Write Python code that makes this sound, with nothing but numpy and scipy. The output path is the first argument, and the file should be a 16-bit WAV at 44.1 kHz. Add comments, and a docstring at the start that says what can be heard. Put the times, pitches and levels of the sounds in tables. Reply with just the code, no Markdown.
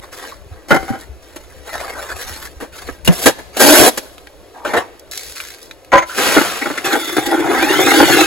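"""Outdoors in a yard, mortar is mixed close to the microphones. A plastic bucket with a little water is
set down on a tarp, a shovel stabs and digs into gritty sand in a wheelbarrow, and the load slides into the
bucket. Then a drill with a mixing paddle runs up and churns the slurry. Scrapes and blows are streams of tiny
clicks and hiss, filtered to sound like each object; squeaks, thuds and gears are tones. Loud peaks overload."""
import sys
import numpy as np
from scipy import signal
from scipy.fft import rfft, irfft
from scipy.io import wavfile
from scipy.ndimage import uniform_filter1d

SR = 44100
rng = np.random.default_rng(int(sys.argv[2]) if len(sys.argv) > 2 else 0)


def inscribe(sig):
    """Save sig as 16-bit PCM at rate SR to the path in sys.argv[1].

    A 1-D sig is mono; a 2-D sig holds one channel per row.
    Samples are clipped to [-1, 1] before scaling.
    """
    pcm = np.round(np.clip(np.atleast_2d(sig).T, -1, 1) * 32767)
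    wavfile.write(sys.argv[1], SR, pcm.astype(np.int16))


N = 364250
TIME = np.arange(N) / SR  # seconds
BINS = np.fft.rfftfreq(16384, 1 / SR)  # frequencies at which filters are drawn, Hz

# colour of falling sand and pebbles: (frequency [Hz], relative level [dB])
SPILL_TONE = [(520, -21), (900, -6), (1600, 3), (2800, 3.5), (4500, 12.5), (7000, 10.5), (11000, 12),
              (15500, 2)]
# colour of the wet slurry: (frequency [Hz], relative level [dB])
SLURRY_TONE = [(60, -44), (130, 3), (210, -10.5), (300, -2.5), (520, -0.5), (900, -6.5), (1600, 2.5),
               (2800, -11), (4500, -12.5), (7000, -11), (11000, -10.5), (15500, -17.5)]
# resonances of the air above the slurry: (frequency [Hz], width [Hz], boost [dB])
CAVITY = [(321.6, 53, 23), (795, 63, 17.5), (1415, 140, 4.5), (2083, 61, 6.5), (3500, 200, 10)]


def amp(db):
    """Turns decibels into a plain factor."""
    return 10 ** (np.asarray(db) / 20)


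def unit(x):
    """Scales a signal to an rms of 1."""
    return x / np.sqrt(np.mean(x ** 2) + 1e-20)


def read(points, hz):
    """Joins the points of a curve by straight lines over log frequency."""
    f, value = np.transpose(points)
    return np.interp(np.log(hz + 1), np.log(f + 1), value)


def wander(rate):
    """A smooth random curve of rms 1 that changes at up to about `rate` cycles per second."""
    size = 8192
    hz = np.fft.rfftfreq(size, N / SR / size)
    spectrum = rfft(rng.standard_normal(size)) / (1 + (hz / rate) ** 4)
    return unit(np.interp(TIME, np.linspace(0, N / SR, size), irfft(spectrum)))


def colour(x, gain):
    """Filters with unit energy and no early response: resonances ring on after what excites them."""
    log_gain = np.log(np.maximum(gain / gain.max(), 1e-5))
    circle = np.r_[log_gain, log_gain[-2:0:-1]]
    minimum_phase = np.exp(np.conj(signal.hilbert(circle)))
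    taps = np.fft.ifft(minimum_phase).real[:len(BINS)]
    return signal.oaconvolve(x, taps / np.linalg.norm(taps))[:N]


def grains(per_s, spread_db, wash):
    """Random clicks of uneven size over a hiss of grains too fine to tell apart."""
    size = amp(spread_db * np.minimum(rng.exponential(1, N), 4))
    happens = rng.random(N) < per_s / SR
    clicks = size * rng.choice([-1, 1], N) * happens
    return unit(unit(clicks) + wash * rng.standard_normal(N))


def swell(s, length, attack_s, sag_db, release_s, trickle_db):
    """A motion gathers speed, sags while it lasts and stops, leaving a faint trickle."""
    trickle_s = .13
    t = TIME - s
    late = np.maximum(t - length, 0)
    trickle = amp(trickle_db)
    release = (np.exp(-late / release_s) + trickle * np.exp(-late / trickle_s)) / (1 + trickle)
    attack = np.clip(t / attack_s, 0, 1) ** 2
    sag = amp(-sag_db * np.clip(t / length, 0, 1))
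    return attack * sag * release


def strokes(rows, **shape):
    """Body and grit force of sliding motions that share one shape."""
    force = np.zeros((2, N))
    for s, length, body_db, grit_db in rows:
        force += np.outer(amp([body_db, grit_db]), swell(s, length, **shape))
    return force


def blows(rows, length_s=None, fade_s=0.0039):
    """Body and grit force of impacts: a quick crush that holds, then dies; longer blows die more slowly."""
    force, t = np.zeros((2, N)), TIME[:SR // 2]
    for s, body_db, grit_db, *own_length in rows:
        hold = own_length[0] if own_length else length_s
        part = force[:, round(s * SR):][:, :len(t)]
        shape = np.exp(-np.maximum(t - hold, 0) / (fade_s + 0.79 * hold))
        part += np.outer(amp([body_db, grit_db]), shape[:part.shape[1]])
    return uniform_filter1d(force, size=110, axis=1)  # rounds the corners over 2.5 ms


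def sound(force, drive, tone, modes=()):
    """Grains under a force excite an object: its body below the split, fine grit above."""
    split_hz, bass_hz = 2500, 86
    ring = 1
    for hz, width, db in modes:
        ring = ring + amp(db) ** 2 / (1 + (2 * (BINS - hz) / width) ** 2)
    gain = amp(read(tone, BINS)) * np.sqrt(ring)
    gain = gain * BINS ** 2 / (BINS ** 2 + bass_hz ** 2)  # small objects radiate little bass
    low = 1 / (1 + (BINS / split_hz) ** 8)
    body = colour(drive * force[0], gain * np.sqrt(low))
    grit = colour(drive * force[1], gain * np.sqrt(1 - low))
    return body + grit


def shifting(x, patchy_db):
    """Hollows open and close as the material moves: random patches of time and pitch grow or weaken."""
    z = signal.stft(x, nperseg=512)[2]
    patches = uniform_filter1d(rng.standard_normal(z.shape), size=3, axis=0)
    patches = unit(uniform_filter1d(patches, size=6, axis=1))
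    return signal.istft(z * unit(amp(patchy_db * patches)), nperseg=512)[1][:N]


def distant_air():
    """Distant outdoor wash: filtered noise whose level wanders slightly."""
    # colour of the wash: (frequency [Hz], relative level [dB])
    air_tone = [(50, -7), (120, -3), (190, -12), (300, 3), (520, 4.5), (900, -8.5), (1600, -13),
                (2800, -15), (4500, -18.5), (7000, -21), (11000, -20), (15500, -28)]
    wash = colour(rng.standard_normal(N), amp(read(air_tone, BINS)))
    return wash * amp(-45 + 0.81 * wander(6.6))


def breeze():
    """A breeze makes a separate low, gusty rumble in each channel and dies down."""
    # (frequency [Hz], relative level [dB])
    rumble_tone = [(15, -2), (35, -7), (60, 8.5), (100, -9.5), (200, -11.0), (800, -66)]
    rumble = amp(read(rumble_tone, BINS))
    gusts = []
    for _ in range(2):
        gusts.append(colour(rng.standard_normal(N) * amp(5.3 * wander(8.1)), rumble))
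    level_db = np.interp(TIME, [0, 2.6, 4.2, 8.2], [-47.5, -43, -51.5, -52])
    return np.array(gusts) * amp(level_db)


def drags():
    """Things scuff and drag over sandy ground and through the barrow: uneven streams of grains."""
    # the drags: (start [s], length [s], body level [dB], grit level [dB])
    drag_rows = [(0.0, 0.043, -37.5, -44), (.105, 0.19, -36.5, -36), (.49, 0.21, -50.5, -60),
                 (.96, 0.068, -45, -43.5), (1.2, 0.53, -53, -49.5), (1.645, 0.089, -39, -39.5),
                 (1.715, 0.21, -28, -34.5), (1.955, 0.16, -31, -34.5), (2.14, 0.31, -39, -33),
                 (2.71, 0.2, -41, -38.5), (3.52, 0.074, -35.5, -34.5), (4.52, 0.29, -49, -54)]
    # their colour: (frequency [Hz], relative level [dB])
    drag_tone = [(190, 0.5), (300, 2), (520, 9), (900, 5), (1600, 4), (2800, -13), (4500, -14),
                 (7000, -15.5), (11000, -14.5), (15500, -23.5)]
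    force = strokes(drag_rows, attack_s=0.027, sag_db=2, release_s=0.034, trickle_db=-12)
    drive = grains(1800, spread_db=4, wash=.6) * amp(2 * wander(40))
    return sound(force, drive, drag_tone)


def squeaks():
    """Steel catches on grit: each catch sets off a short tone of unsteady pitch and strength."""
    # (time [s], level [dB], frequency [Hz], width [Hz], hold [s], decay [s])
    catches = [(0.317, -31, 1140, 120, 0.0088, 0.0045), (3.074, 0.5, 2780, 103, 0.0041, 0.0018),
               (4.544, -35.5, 890, 201, 0.12, .02), (4.651, -15.5, 1403, 300, 0.0086, 0.005),
               (4.738, -18, 796, 302, 0.013, 0.0079), (6.092, -27.5, 1465, 131, 0.15, .02),
               (6.182, -21, 4620, 129, 0.0067, 0.0036), (6.614, -19, 2210, 200, 0.02, 0.0064),
               (6.923, -20, 4190, 110, 0.0059, 0.0057)]
    out, t = np.zeros(N), TIME[:SR // 3]
    for s, db, hz, width, hold, decay in catches:
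        drift = signal.lfilter([1], [1, -.99], rng.standard_normal(len(t)))
        turns = np.cumsum(hz + .5 * width * unit(drift)) / SR
        shape = np.exp(-np.maximum(t - hold, 0) / decay) * np.minimum(t / 0.0053, 1)
        out[round(s * SR):][:len(t)] += amp(db) * shape * np.sin(2 * np.pi * turns)
    return out * unit(1 + .8 * wander(400))


def thuds():
    """Boots and loads thud dully: short, low swings of the ground as fading sine waves."""
    # (time [s], level before the fades [dB], frequency [Hz], decay [s])
    thud_rows = [(0.46, -23, 60.5, 0.013), (0.514, -14.5, 78, 0.011), (0.906, -6, 127, 0.011),
                 (0.903, 4, 232, 0.0044), (1.09, -22, 63.7, 0.039), (2.14, -30, 84, 0.022),
                 (2.305, -20, 78, 0.011), (2.565, -19.5, 64.3, 0.012), (3.085, 11.5, 175, 0.012)]
    out = np.zeros(N)
    for s, db, hz, decay in thud_rows:
        t = np.maximum(TIME - s, 0)
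        fades = np.exp(-t / decay) * (1 - np.exp(-t / 0.0065))
        out += amp(db) * np.sin(2 * np.pi * hz * t) * fades
    return out


def bucket_modes():
    """The bucket's ringing pitches, as excited by a blow on its base and by one on its rim."""
    # (frequency [Hz], width [Hz], boost when the base is struck [dB], boost when the rim is struck [dB])
    bucket_rows = [(334.4, 10, 8.5, 15.5), (552, 52, 5, 24), (778, 18, 20.5, 11.5), (1015, 18, -6, 20),
                   (1340, 41, -24, 9), (1460, 120, 17, 3), (2074, 130, 13, 9), (3050, 76, 14.5, 6),
                   (6520, 80, -13, 17)]
    modes = np.array(bucket_rows)
    return modes[:, :3], np.delete(modes, 2, axis=1)


def knocks():
    """The bucket lands, rocks and settles: blows on its base make it ring."""
    # (time [s], body level [dB], grit level [dB], length [s])
    knock_rows = [(.684, -31, -33.5, 0.021), (.706, -3.5, -26, 0.019), (.742, -19, -28, 0.0058),
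                  (.762, -11, -28, 0.0037), (.785, -35.5, -40.5, 0.073), (.828, -24.5, -53, 0.0024),
                  (.88, -29, -42, 0.023), (.926, -29.5, -49.5, 0.024)]
    # colour of a blow on the base: (frequency [Hz], relative level [dB])
    knock_tone = [(50, -34), (130, 3), (230, 5.5), (400, 1.5), (650, -3.5), (1500, -12), (2200, -16),
                  (2900, -23), (4500, -16.5), (7000, -19), (11000, -18), (15500, -27)]
    base_modes, _ = bucket_modes()
    return sound(blows(knock_rows), grains(2500, spread_db=0.74, wash=0.56), knock_tone, base_modes)


def pebbles():
    """Single pebbles drop and click: very brief bursts of dense grains."""
    # (time [s], body level [dB], grit level [dB])
    pebble_rows = [(1.011, -49, -26), (2.214, -28, -20), (4.181, -33, -39), (4.271, -29.5, -36),
                   (4.995, -62, -30), (5.113, -40, -18), (5.133, -24, -25), (5.175, -26, -13),
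                   (5.37, -24, -44), (5.402, -22, -30), (5.711, -22, -31.5), (5.847, -44, -37.5)]
    force = blows(pebble_rows, length_s=0.00065, fade_s=0.00097)
    return sound(force, grains(13000, spread_db=5.6, wash=0.26), SPILL_TONE)


def stabs():
    """The shovel's blade meets sand and stones: short blows with one broad resonance."""
    # (time [s], body level [dB], grit level [dB], length [s])
    stab_rows = [(1.36, -33, -34, 0.0078), (2.602, -29, -38.5, 0.027), (2.887, -22.5, -53, 0.0059),
                 (3.048, -38, -24.5, 0.015), (3.076, -5.5, -11, 0.0016), (3.087, -18, -33, .016),
                 (3.259, 0, -4, 0.012), (3.385, -30, -40, 0.011), (3.568, -19.5, -20, 0.01),
                 (3.604, -15, -18, 0.024), (3.974, -19.5, -17, 0.0058)]
    # colour of the blade in sand: (frequency [Hz], relative level [dB])
    stab_tone = [(50, -38), (120, -2), (190, 0), (300, 4), (520, 2), (900, -4), (1600, -12.5),
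                 (2800, -13.5), (4500, -16.5), (7000, -15.5), (11000, -13.5), (15500, -23.5)]
    drive = grains(5000, spread_db=1.5, wash=0.42)
    return sound(blows(stab_rows), drive, stab_tone, [(1670, 210, 9.4)])


def digs():
    """The blade is pushed into the heap: dense, uneven grains excite four resonances."""
    # (start [s], length [s], body level [dB], grit level [dB])
    dig_rows = [(3.1, 0.11, -30.5, -27.5), (3.19, 0.095, -29, -21), (3.58, 0.22, -7.5, -6.5),
                (3.79, 0.088, -8, -9.5)]
    # colour of digging: (frequency [Hz], relative level [dB])
    dig_tone = [(50, -25), (120, -6), (190, 4.5), (300, 10.5), (520, 6), (900, 1.5), (1600, -7),
                (2800, -18), (4500, -18.5), (7000, -18.5), (11000, -14), (15500, -26)]
    # (frequency [Hz], width [Hz], boost [dB])
    modes = [(293, 34, 1.2), (620, 46, 5.9), (1550, 210, 3.7), (3330, 130, 1.2)]
    force = strokes(dig_rows, attack_s=0.027, sag_db=0.0, release_s=0.01, trickle_db=-28)
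    drive = grains(6000, spread_db=4.1, wash=0.55) * amp(1.4 * wander(45))
    return sound(force, drive, dig_tone, modes)


def lifts():
    """Heaves break the load free: short scrapes that start fast and sag."""
    # (start [s], length [s], body level [dB], grit level [dB])
    lift_rows = [(4.643, 0.1, -19.5, -31.5), (4.731, 0.026, -11, -30), (4.762, 0.034, -14.5, -27)]
    # colour of the heaves: (frequency [Hz], relative level [dB])
    lift_tone = [(120, -10), (190, -3), (300, -2.5), (520, 3.5), (900, -1.5), (1600, -5.5), (2800, -11),
                 (4500, -14), (7000, -14), (11000, -14), (15500, -25)]
    force = strokes(lift_rows, attack_s=0.0089, sag_db=6.5, release_s=0.021, trickle_db=-28.5)
    drive = grains(2500, spread_db=3.7, wash=0.92) * amp(1.2 * wander(60))
    return sound(force, drive, lift_tone)


def spills():
    """Sand falls off the blade onto the tarp: a bright patter of uneven grains."""
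    # (start [s], length [s], body level [dB], grit level [dB])
    spill_rows = [(5.108, .21, -41, -32), (5.35, 0.18, -40, -36), (5.61, 0.035, -53, -43.5)]
    force = strokes(spill_rows, attack_s=0.0093, sag_db=2, release_s=0.047, trickle_db=-20)
    return sound(force, grains(1400, spread_db=5.8, wash=0.75), SPILL_TONE)


def rim_hits():
    """The shovel chatters on the bucket's rim and makes the bucket ring."""
    # (time [s], body level [dB], grit level [dB], length [s])
    rim_rows = [(5.918, -18, -22, 0.0046), (5.927, -4, -20.5, 0.015), (5.955, -3, -16, 0.0016),
                (5.97, -12, -16.5, 0.014), (6.021, -21, -26.5, 0.0075)]
    # colour of a blow on the rim: (frequency [Hz], relative level [dB])
    rim_tone = [(50, -37), (130, 4), (300, -2), (480, -9.5), (800, 3), (1600, 1), (2200, -7), (2900, -19.5),
                (4500, -26), (7000, -30), (11000, -34), (15500, -38)]
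    _, rim_modes = bucket_modes()
    return sound(blows(rim_rows), grains(2500, spread_db=1, wash=0.44), rim_tone, rim_modes)


def pours():
    """The blade tips, the load hisses into the bucket, and the rest follows."""
    # (start [s], length [s], body level [dB], grit level [dB])
    pour_rows = [(6.03, 0.11, -45, -34.5), (6.13, 0.25, -18.5, -19), (6.6, 0.22, -37, -44)]
    # colour of the sliding load: (frequency [Hz], relative level [dB])
    pour_tone = [(120, -2.5), (190, 7), (300, -0.5), (520, 7), (900, 1), (1600, -2), (2800, -3),
                 (4500, -6.5), (7000, -8), (11000, -7), (15500, -16.5)]
    force = strokes(pour_rows, attack_s=0.06, sag_db=0.0, release_s=0.17, trickle_db=-18)
    drive = grains(5000, spread_db=4.5, wash=0.65)
    return sound(force, drive, pour_tone, [(314, 82, 2.4), (1370, 230, 6)])


def plops():
    """Wet lumps land in the bucket: short blows boom in the air above the slurry."""
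    # (time [s], body level [dB], grit level [dB])
    plop_rows = [(6.182, -13, -22), (6.205, -23, -34), (6.365, -2.5, -28), (6.38, -10, -36),
                 (6.408, -12.5, -36), (6.615, -19.5, -27), (6.657, -11.5, -25), (6.701, -16, -39),
                 (6.775, -24, -20)]
    # colour of a wet lump: (frequency [Hz], relative level [dB])
    plop_tone = [(50, -38), (130, 6), (220, 11), (320, 0.5), (480, 7), (800, -3.5), (1500, 8), (2200, 1.5),
                 (2900, -21), (4500, -18), (11000, -21), (15500, -44)]
    force = blows(plop_rows, length_s=0.0071)
    return sound(force, grains(2500, spread_db=1.1, wash=0.5), plop_tone, CAVITY)


def motor():
    """The drill's speed [Hz], the strength of its whine, and a quick fade-in as it starts."""
    # the motor coasts, runs up and sags: (time [s], speed [Hz], whine level [dB])
    motor_rows = [(6.84, 295, -23), (7.05, 222, -28), (7.2, 192, -41), (7.5, 152, -23), (7.62, 260, -16),
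                  (7.8, 365, -20), (7.99, 523, -18), (8.12, 468, -16), (8.26, 422, -16)]
    s, speed, whine_db = np.transpose(motor_rows)
    running = np.clip((TIME - s[0]) / 0.0067, 0, 1)
    return np.interp(TIME, s, speed), amp(np.interp(TIME, s, whine_db)), running


def whistle(hz, width):
    """Noise in one narrow resonance."""
    return colour(rng.standard_normal(N), 1 / (1 + ((BINS - hz) / width) ** 2))


def drill():
    """Gear and fan tones follow the motor, blurred by rattling teeth; the housing sings as a narrow hiss."""
    # gear and fan tones: (multiple of the motor's speed [-], level [dB])
    gear_tones = [(3, -10), (4, -11), (5, -17), (6, -1.5), (7, -14), (9, -3.5), (12, -13), (15, -12),
                  (18, -19)]
    # the housing sings under the half-pulled trigger: (start [s], length [s], level [dB])
    housing_row = (6.85, .31, -28.5)
    speed, whine, running = motor()
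    turns = np.cumsum(speed * (1 + .018 * wander(140))) / SR
    gears = np.zeros(N)
    for order, db in gear_tones:
        rattle = .55 + .6 * (wander(120) + 1j * wander(120))  # shakes both strength and phase
        gears += amp(db) * (rattle * np.exp(2j * np.pi * round(order) * turns)).real
    s, length, housing_db = housing_row
    singing = swell(s, length, attack_s=0.14, sag_db=8, release_s=0.053, trickle_db=-18)
    housing = whistle(3480, 71) * amp(housing_db) * singing
    return gears * amp(-2.5) * whine * running + housing


def churning():
    """The paddle churns lumps that boom in the bucket; the faster it turns, the more grit it throws."""
    # how hard the paddle churns the thickening slurry: (time [s], level [dB])
    churn_rows = [(6.85, -19.5), (6.95, -17.5), (7.04, -32.5), (7.3, -19.5), (7.5, -15), (7.86, -15.5),
                  (8.01, -9), (8.26, -13.5)]
    working_hz, spray_db, spray_db_per_octave = 400, -19.5, 8.5  # grit level at this speed, and its rise
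    speed, _, running = motor()
    body_db = np.interp(TIME, *np.transpose(churn_rows))
    grit_db = spray_db + spray_db_per_octave * np.log2(speed / working_hz)
    drive = grains(2500, spread_db=3.24, wash=0.91) * amp(1.54 * wander(36))
    return sound(running * amp([body_db, grit_db]), drive, SLURRY_TONE, CAVITY)


def slaps():
    """The paddle slaps through the slurry: short blows boom in the air above it."""
    # (time [s], body level [dB], grit level [dB])
    slap_rows = [(6.852, -24, -24), (6.928, -14, -19.5), (6.955, -18, -35), (7.093, -18.5, -27),
                 (7.165, -11, -21), (7.181, -10.5, -40), (7.262, -25, -20.5), (7.325, -12, -45),
                 (7.622, -9, -19.5), (7.788, -8, -31), (7.87, -4, -30), (7.915, -7, -27), (8.001, 1.5, -33),
                 (8.027, -1.5, -28), (8.208, -7.5, -16)]
    force = blows(slap_rows, length_s=0.0049)
    return sound(force, grains(2000, spread_db=2.9, wash=0.25), SLURRY_TONE, CAVITY)


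def yard(x):
    """Short scattered reflections from the ground, buckets and barrow.

    Two random echo patterns fade in and out in turn, so left and right differ and the colour keeps changing.
    """
    # strength of the reflections: (frequency [Hz], level against the direct sound [dB])
    yard_tone = [(100, -3), (200, -12), (400, -12), (1000, -3), (2300, -5.5), (4500, 0), (9000, -12.5),
                 (15000, -9.5)]
    t, angle = TIME[:SR // 2], 2 * np.pi * 3 * TIME  # three rounds a second
    decay = amp(-60 * t / 0.036) + amp(-36 - 60 * t / 0.81)  # a dense start and a faint long tail
    wet = irfft(rfft(x) * amp(read(yard_tone, np.fft.rfftfreq(N, 1 / SR))), N)
    out = np.zeros((2, N))
    for share in (np.cos(angle), np.sin(angle)):
        taps = rng.standard_normal((2, len(t))) * decay * (t > .002)
        taps /= np.linalg.norm(taps, axis=1, keepdims=True)
        out += signal.oaconvolve((wet * share)[None], taps, axes=1)[:, :N]
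    return out


def scene():
    """All sources are summed, then the left and right channels get different phase at each frequency."""
    # between the channels: (frequency [Hz], phase by which left leads [rad])
    channel_phase = [(90, 0), (125, -2.6), (180, -3), (225, -2.2), (275, -1), (350, -.35), (750, -.25),
                     (1100, .15), (2100, .1), (3100, 1.8), (4400, .2), (5700, 2.4), (6500, .1), (7400, -.3),
                     (8700, -3), (9500, -3.2), (10800, -6.1), (11700, -6.4), (13000, -9.3), (14500, -9.5),
                     (15400, -12.4)]
    scraping = shifting(drags() + lifts(), 3.5) + shifting(digs() + spills(), 2.2)
    shovel = scraping + stabs() + pebbles() + squeaks()
    bucket = knocks() + rim_hits() + plops() + pours()
    mixer = shifting(churning(), 3.5) + slaps() + drill()
    direct = shovel + bucket + mixer + thuds() + distant_air()
    turn = np.exp(.5j * read(channel_phase, np.fft.rfftfreq(N, 1 / SR)))
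    stereo = irfft(rfft(direct) * np.array([turn, turn.conj()]), N)
    return (stereo + yard(direct) + breeze()) * amp([[.35], [-.35]])  # left a little louder


def record(dry):
    """Loud peaks flatten against full scale; then the highest treble is cut off."""
    edge_hz = 15900
    clipped = dry / (1 + dry ** 6) ** (1 / 6)
    lowpass = signal.firwin(511, edge_hz, window=("kaiser", 8), fs=SR)
    return signal.oaconvolve(clipped, lowpass[None], "same")


dry = scene()
out = record(dry)
inscribe(out)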